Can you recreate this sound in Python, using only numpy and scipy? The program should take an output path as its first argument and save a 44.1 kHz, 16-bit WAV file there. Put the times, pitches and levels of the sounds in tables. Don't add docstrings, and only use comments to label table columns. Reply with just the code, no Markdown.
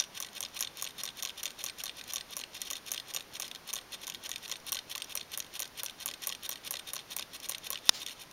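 import sys
import numpy as np
from scipy import signal
from scipy.fft import rfft, irfft
from scipy.io import wavfile
from scipy.ndimage import uniform_filter1d

SR = 44100
rng = np.random.default_rng(int(sys.argv[2]) if len(sys.argv) > 2 else 0)


def unload_audio(sound):
    columns = np.transpose(np.atleast_2d(sound))
    steps = np.round(np.clip(columns, -1, 1) * 32767)
    wavfile.write(sys.argv[1], SR, steps.astype(np.int16))


def gain_from_db(level_db):
    decades = np.asarray(level_db, float) / 20
    return 10 ** decades


N = 366912

# (frequency [Hz], density [dB per Hz])
HISS_SPECTRUM = [(25, -6), (250, -2.5), (1000, -4.5), (3500, -11), (6000, -12.5), (7400, -21),
                 (9000, -17.5), (15500, -21.5)]
HISS_DB = -54.5

# (frequency [Hz], width [Hz], level [dB])
BASE_MODES = [(589, 104, 2), (1110, 186, 6), (810, 470, -3), (1515, 2500, -2.5)]
# (frequency [Hz], width [Hz], level [dB])
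BOARD_MODES = [(1545, 45, -4), (1976, 155, -5.5), (2758, 1280, -4), (3320, 1030, 0), (3603, 187, -0.5),
               (4098, 300, 0.5), (5020, 800, -4.5), (8614, 135, -2)]
# (frequency [Hz], width [Hz], level [dB])
SUPPORT_MODES = [(5850, 590, 11), (6230, 450, 9.5), (6580, 570, 7.3)]
# (frequency [Hz], width [Hz], level [dB])
WIRE_MODES = [(8560, 880, -3.5), (9670, 460, -1), (11060, 1660, 0), (12880, 1010, -0.5), (13800, 600, -6),
              (15140, 630, -4)]

# (landing time [s], landing level on wire [dB], rebound delay [s],
# rebound level [dB], level of the rebound's double [dB])
TURNS_FREE = [(-.018, -54, 0.018, -26, -34), (.202, -34, 0.023, -35.5, -41),
              (0.4057, -33.5, 0.022, -35.5, -37), (0.6074, -28, 0.018, -30, -36.5),
              (.823, -31.5, 0.02, -36, -37.5), (1.035, -34, 0.019, -35.5, -39),
              (1.231, -34.5, 0.02, -31.5, -36), (1.434, -35.5, 0.022, -29.5, -35),
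              (1.6398, -31, 0.023, -34.5, -41), (1.8369, -34, 0.02, -39, -37),
              (2.1351, -32.5, 0.024, -32, -34.5), (2.367, -32.5, 0.024, -39, -40),
              (2.71, -34.5, 0.022, -34.5, -61), (2.9166, -29.5, .0204, -37, -34.5),
              (3.1464, -33.5, .0166, -29.5, -34.5), (3.3986, -33.5, 0.023, -34, -40),
              (3.7355, -31, 0.021, -37, -36), (4.0773, -40, .0218, -34, -53),
              (4.2923, -37.5, 0.023, -33.5, -60), (4.496, -43, .019, -32.5, -33.5)]
# (landing time [s], landing level on wire [dB], rebound delay [s],
# rebound level [dB], level of the rebound's double [dB])
TURNS_HELD = [(4.7204, -26.5, 0.026, -34, -35.5), (4.9569, -39, 0.022, -35.5, -58),
              (5.1529, -30, 0.021, -32.5, -48), (5.3751, -29, 0.027, -33.5, -67),
              (5.601, -29.5, 0.02, -33.5, -34.5), (5.8334, -29, 0.028, -35, -59),
              (6.059, -27.5, 0.02, -37, -34), (6.2709, -25.5, 0.021, -35, -36),
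              (6.4918, -28.5, 0.022, -38, -38), (6.7084, -27.5, 0.023, -45, -34.5),
              (6.9339, -30, 0.023, -39.5, -34.5), (7.1647, -29.5, 0.022, -37.5, -33),
              (7.494, -28.5, 0.018, -41, -34.5), (7.7034, -29.5, 0.019, -39, -32.5)]
LAND_BOARD_DB, LAND_SUPPORT_FREE_DB, LAND_SUPPORT_HELD_DB = -43.5, 2.5, -5
SLOW_REBOUND_S = 0.0222
OTHER_END_S, OTHER_END_DB, SKIP_S, SKIP_DB = 0.0022, -6.5, -0.018, -8
FLUTTER_S, DOUBLE_S, THIRD_S = -0.009, 0.0079, 0.0222
UNSTEADY_FROM_S, THIRD_STEADY_DB, THIRD_UNSTEADY_DB = 2.8, -36, -41.5
TICK_FROM_S, TICK_TO_S, TICK_DB = 0.012, 0.065, -52
THUD_S, THUD_DB, THUD_PER_DB, THUD_AGAIN_DB = 0.00208, -41.5, 0.38, -8

# (time [s], board level [dB], brightness [dB])
KNOCKS_FREE = [(.039, -39, 3), (0.264, -46, 6), (0.4602, -38, -11), (0.5912, -40, 12), (0.6728, -34, -6),
               (0.8733, -35.5, -2), (.8932, -44, -5), (1.0889, -33, -9), (1.2945, -37, -6),
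               (1.3028, -40, 0), (1.5053, -39, 2), (1.6973, -33, -7), (1.8946, -32, -13), (2.012, -37, -5),
               (2.123, -42, 9), (2.2093, -34, -7), (2.4376, -31.5, -11), (2.6169, -34.5, 13),
               (2.964, -41, 2), (2.9778, -30, -5), (2.9991, -35, -2), (3.207, -37, 0.5), (3.5137, -36, 0.5),
               (3.5488, -37.5, 1.5), (3.5585, -39, -2), (3.787, -36.5, -3), (4.147, -33.5, -1),
               (4.3595, -31.5, 1), (4.4577, -40.5, -5), (4.5567, -37, -12)]
# (time [s], board level [dB], brightness [dB])
KNOCKS_HELD = [(4.727, -33, 11.5), (4.7692, -34, -4), (4.7891, -33, -3), (4.9519, -30.5, -3),
               (5.0201, -30.5, 2), (5.2113, -35.5, -6), (5.6544, -40, 1), (5.897, -38, 0),
               (6.1125, -34, -1), (6.1383, -36.5, 0.5), (6.324, -32.5, 0), (6.3497, -37, 2),
               (6.5286, -37.5, 4), (6.557, -38, 0), (6.7691, -33.5, 0), (6.7948, -38, -5),
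               (6.9908, -37.5, -8), (6.997, -45, -1), (7.225, -33, -3), (7.4877, -42.5, 15.5),
               (7.5476, -31, -7), (7.582, -43.5, 12), (7.7565, -30.5, -16), (7.7746, -39, 0),
               (8.0639, -35, 6.5), (8.075, -41, 1), (8.0839, -38, 3), (8.0952, -40, 2), (8.1081, -42, -2),
               (6.7555, -36, -2)]
# (time [s], board level [dB])
GRAZES = [(.3313, -54), (.6001, -40), (0.8132, -43), (1.2247, -35), (1.431, -37), (1.6314, -50),
          (2.357, -52), (2.7028, -35.5), (2.9075, -45), (3.138, -39), (3.73, -38), (4.069, -39.5),
          (5.594, -34.5), (6.263, -48), (1.7851, -53), (2.039, -49), (4.381, -50), (4.479, -45),
          (4.487, -49), (4.601, -56), (5.044, -45.5), (6.2207, -53), (7.4008, -46), (8.216, -49),
          (8.236, -54), (8.312, -52)]

# (lift-off time [s], level [dB])
DRAGS_FREE = [(.187, -45), (.387, -44.5), (0.582, -45), (0.807, -44), (1.018, -43.5), (1.207, -45),
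              (1.413, -45.5), (1.626, -45.5), (1.821, -44), (2.005, -46.5), (2.114, -45.5), (2.343, -45),
              (2.581, -45), (2.641, -50), (2.687, -46), (2.79, -53), (2.899, -45), (3.119, -46.5),
              (3.375, -46), (3.477, -49), (3.712, -42), (3.957, -42.5), (4.052, -47), (4.274, -41.5),
              (4.465, -47)]
# (lift-off time [s], level [dB])
DRAGS_HELD = [(4.702, -41.5), (4.934, -42.5), (5.132, -46.5), (5.354, -42), (5.575, -43.5), (5.811, -43),
              (6.038, -45), (6.256, -45), (6.469, -40), (6.685, -42.5), (6.909, -46.5), (7.141, -44.5),
              (7.369, -46), (7.468, -44.5), (7.68, -44), (7.892, -46), (8.038, -46), (8.136, -52),
              (8.234, -50)]
SWELL_DB_PER_S, SWELL_PER_DB, QUIET_DRAG_DB = 80, 33, -56.5
DRAG_WIRE_FREE_DB, DRAG_WIRE_HELD_DB = -7.5, -4.5

# (frequency [Hz], level [dB])
SNAP_MODES = [(620, -23), (1050, -12), (1400, -10.5), (1900, -9.5), (2500, -12), (3000, -4.5), (3620, 4.5),
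              (4170, -3), (4870, 0), (5530, 3.5), (6100, -1.5), (6800, -1.5), (9550, -4)]
SNAP_S, SNAP_DB = 7.8922, -10.5
# (time since snap [s], level [dB])
SETTLING = [(0.003, -37), (0.012, -64), (0.06, -41.5), (0.11, -48.5), (0.15, -58)]
# (frequency [Hz], level [dB])
RUB_SPECTRUM = [(700, -12), (5000, 0.5), (7200, -4.5), (10000, -17)]


def shaped_noise(points, count):
    hz, db = np.transpose(points)
    f_hz = np.fft.rfftfreq(count, 1 / SR)
    gain = gain_from_db(np.interp(np.log(f_hz + 1), np.log(hz), db))
    x = irfft(rfft(rng.standard_normal(count)) * gain, count)
    return x / x.std()


def hiss():
    return gain_from_db(HISS_DB) * shaped_noise(HISS_SPECTRUM, N)


def turn(land_s, land_db, wait_s, rebound_db, double_db, support_db):
    back_s = land_s + wait_s
    third_db = THIRD_STEADY_DB if land_s < UNSTEADY_FROM_S else THIRD_UNSTEADY_DB
    if wait_s > SLOW_REBOUND_S:
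        other_s, other_db = back_s + SKIP_S, land_db + SKIP_DB
    else:
        other_s, other_db = land_s + OTHER_END_S, land_db + OTHER_END_DB
    rows = [(other_s, -47, other_db + support_db, other_db),
            (land_s, LAND_BOARD_DB, land_db + support_db, land_db),
            (back_s + FLUTTER_S, -47, -45, land_db - 9.5),
            (back_s, rebound_db, rebound_db + 4, 0.33 * rebound_db - 29),
            (back_s + DOUBLE_S, double_db, double_db - 0.5, double_db - 7),
            (back_s + THIRD_S, third_db, third_db - 5, third_db - 18)]
    when, loudness, colour = rng.random((2, 3)).T
    tick_s = back_s + TICK_FROM_S + (TICK_TO_S - TICK_FROM_S) * when
    tick_db = TICK_DB + 8 * loudness
    bright_db = 8 * (colour - 0.5)
    ticks = np.c_[tick_s, tick_db, tick_db - 5 + bright_db, tick_db - 8.5 + 2 * bright_db]
    return np.r_[rows, ticks]


def contacts():
    rows = [turn(*row, LAND_SUPPORT_FREE_DB) for row in TURNS_FREE]
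    rows += [turn(*row, LAND_SUPPORT_HELD_DB) for row in TURNS_HELD]
    s, db = np.transpose(DRAGS_FREE + DRAGS_HELD)
    rows.append(np.c_[s - 0.036, db - 8, db - 8, db - 3])
    s, db = np.transpose(GRAZES)
    rows.append(np.c_[s, db, db + 3, db - 1.5])
    s, db, bright_db = np.transpose(KNOCKS_FREE + KNOCKS_HELD)
    rows.append(np.c_[s, db, db - 7 + bright_db, db - 13 + 1.1 * bright_db])
    rows = np.vstack(rows)
    return rows[rows[:, 0] >= 0].T


def spikes(s, size):
    train = np.zeros(N)
    np.add.at(train, np.clip(np.round(s * SR).astype(int), 0, N - 1), size)
    return train


def ring(modes, s, db, contact_s, strike, rubbing, uneven_db=2.8):
    t = np.arange(512) / SR
    contact = np.minimum(t / (0.096 * contact_s), 1) * np.exp(-(t / contact_s) ** 1.32)
    rough = rng.standard_normal(N)
    _, width_hz, mode_db = np.transpose(modes)
    power = gain_from_db(2 * mode_db) * np.pi * width_hz / (2 * SR)
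    favour = gain_from_db(uneven_db * rng.standard_normal((len(s), len(modes))))
    favour /= np.sqrt(favour ** 2 @ power)[:, None]
    rub = rubbing / np.sqrt(power.sum())
    out = np.zeros(N)
    for (hz, width, level_db), share in zip(modes, favour.T):
        hits = spikes(s, gain_from_db(db) * share)
        force = signal.oaconvolve(hits, contact)[:N] + rub
        peak = np.concatenate(signal.iirpeak(hz, hz / width, SR))
        out += gain_from_db(level_db) * signal.sosfilt([peak, peak], strike * hits + force * rough)
    return out


def drag(slips_per_s):
    board, wire = np.zeros(N), np.zeros(N)
    for drags, wire_db in ((DRAGS_FREE, DRAG_WIRE_FREE_DB), (DRAGS_HELD, DRAG_WIRE_HELD_DB)):
        for end_s, db in drags:
            swell_db_per_s = SWELL_DB_PER_S + SWELL_PER_DB * max(db - QUIET_DRAG_DB, 0)
            at = np.arange(round((end_s - 0.15) * SR), min(round((end_s + 0.0067) * SR), N))
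            left_s = end_s - at / SR
            climb_db = swell_db_per_s * np.maximum(left_s - 0.018, 0)
            release_db = 3000 * np.maximum(0.006 - left_s, 0)
            force = gain_from_db(db - climb_db - release_db)
            board[at] += force
            wire[at] += force * gain_from_db(wire_db - 5000 * np.maximum(left_s - 0.036, 0))
    slips = rng.exponential(1, N) * (rng.random(N) < slips_per_s / SR)
    grit = 0.7 + 0.45 * signal.lfilter([1], [1, -np.exp(-1 / (0.001 * SR))], slips)
    return board * grit, wire * grit


def thuds():
    land_s, land_db, wait_s, _, double_db = np.transpose(TURNS_FREE + TURNS_HELD)
    s = np.r_[land_s + THUD_S, land_s + wait_s + DOUBLE_S]
    db = np.r_[THUD_DB + THUD_PER_DB * (land_db + 31), THUD_AGAIN_DB + double_db]
    return s, db


def rattle():
    s, board_db, support_db, wire_db = contacts()
    on_board, on_wire = drag(slips_per_s=800)
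    board = ring(BOARD_MODES, s, board_db - 0.5, 0.0034, 8.9, gain_from_db(1.5) * on_board)
    support = ring(SUPPORT_MODES, s, support_db - 2, 0.0023, 11.7, gain_from_db(-4) * on_board)
    wire = ring(WIRE_MODES, s, wire_db - 0.5, 0.0023, 11.8, gain_from_db(0.5) * on_wire)
    base = ring(BASE_MODES, *thuds(), 0.0049, 12.3, gain_from_db(-13) * on_board, uneven_db=1)
    return board + support + wire + base


def room(x):
    t = np.arange(SR // 2) / SR
    decay = gain_from_db(-60 * t / 0.26)
    tail = rng.standard_normal(len(t)) * decay * (t > 0.004)
    tail = signal.lfilter(*signal.butter(1, 6000, fs=SR), tail)
    return signal.oaconvolve(x, tail / np.linalg.norm(tail))[:N]


def snap():
    t = np.arange(1024) / SR
    modes = np.zeros(len(t))
    for k, (hz, db) in enumerate(SNAP_MODES):
        damping = np.exp(-(t / (0.0027 + 0.5 / hz)) ** 2)
        modes += (-1) ** k * gain_from_db(db) * np.sin(2 * np.pi * hz * t) * damping
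    grit = rng.standard_normal(len(t))
    band = uniform_filter1d(grit, size=3) - uniform_filter1d(grit, size=14)
    crack = gain_from_db(6.5) * band * np.exp(-(t / 0.0018) ** 2)
    push = gain_from_db(-8) * np.exp(-t / 0.00096) * np.sin(2 * np.pi * 330 * t)
    blow = (modes + crack) * np.minimum(t / 0.00024, 1) + push
    out = signal.oaconvolve(spikes(np.array([SNAP_S]), gain_from_db(SNAP_DB)), blow)[:N]
    since_s = np.arange(N) / SR - SNAP_S
    rub_db = np.interp(since_s, *np.transpose(SETTLING), -200, -200)
    return out + gain_from_db(rub_db) * shaped_noise(RUB_SPECTRUM, N)


def scene():
    near = rattle()
    return (hiss() + near + gain_from_db(-20.5) * room(near) + snap())[None]


def roll_off(x):
    return signal.sosfilt(signal.butter(12, 16810, fs=SR, output="sos"), x)


def record(dry):
    notched = signal.lfilter(*signal.iirnotch(7890, 9, SR), dry)
    rounded = 0.8 * np.tanh(notched / 0.8)
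    low, full = (signal.oaconvolve(rounded, signal.firwin(301, hz, window=("kaiser", 8), fs=SR)[None], "same")
                 for hz in (15780, 16620))
    top = full - low
    loud = uniform_filter1d(top ** 2, 128) > gain_from_db(2 * -66)
    gate = uniform_filter1d(loud * 1.0, 128)
    return roll_off(low + top * gate)


dry = scene()
out = record(dry)
unload_audio(out)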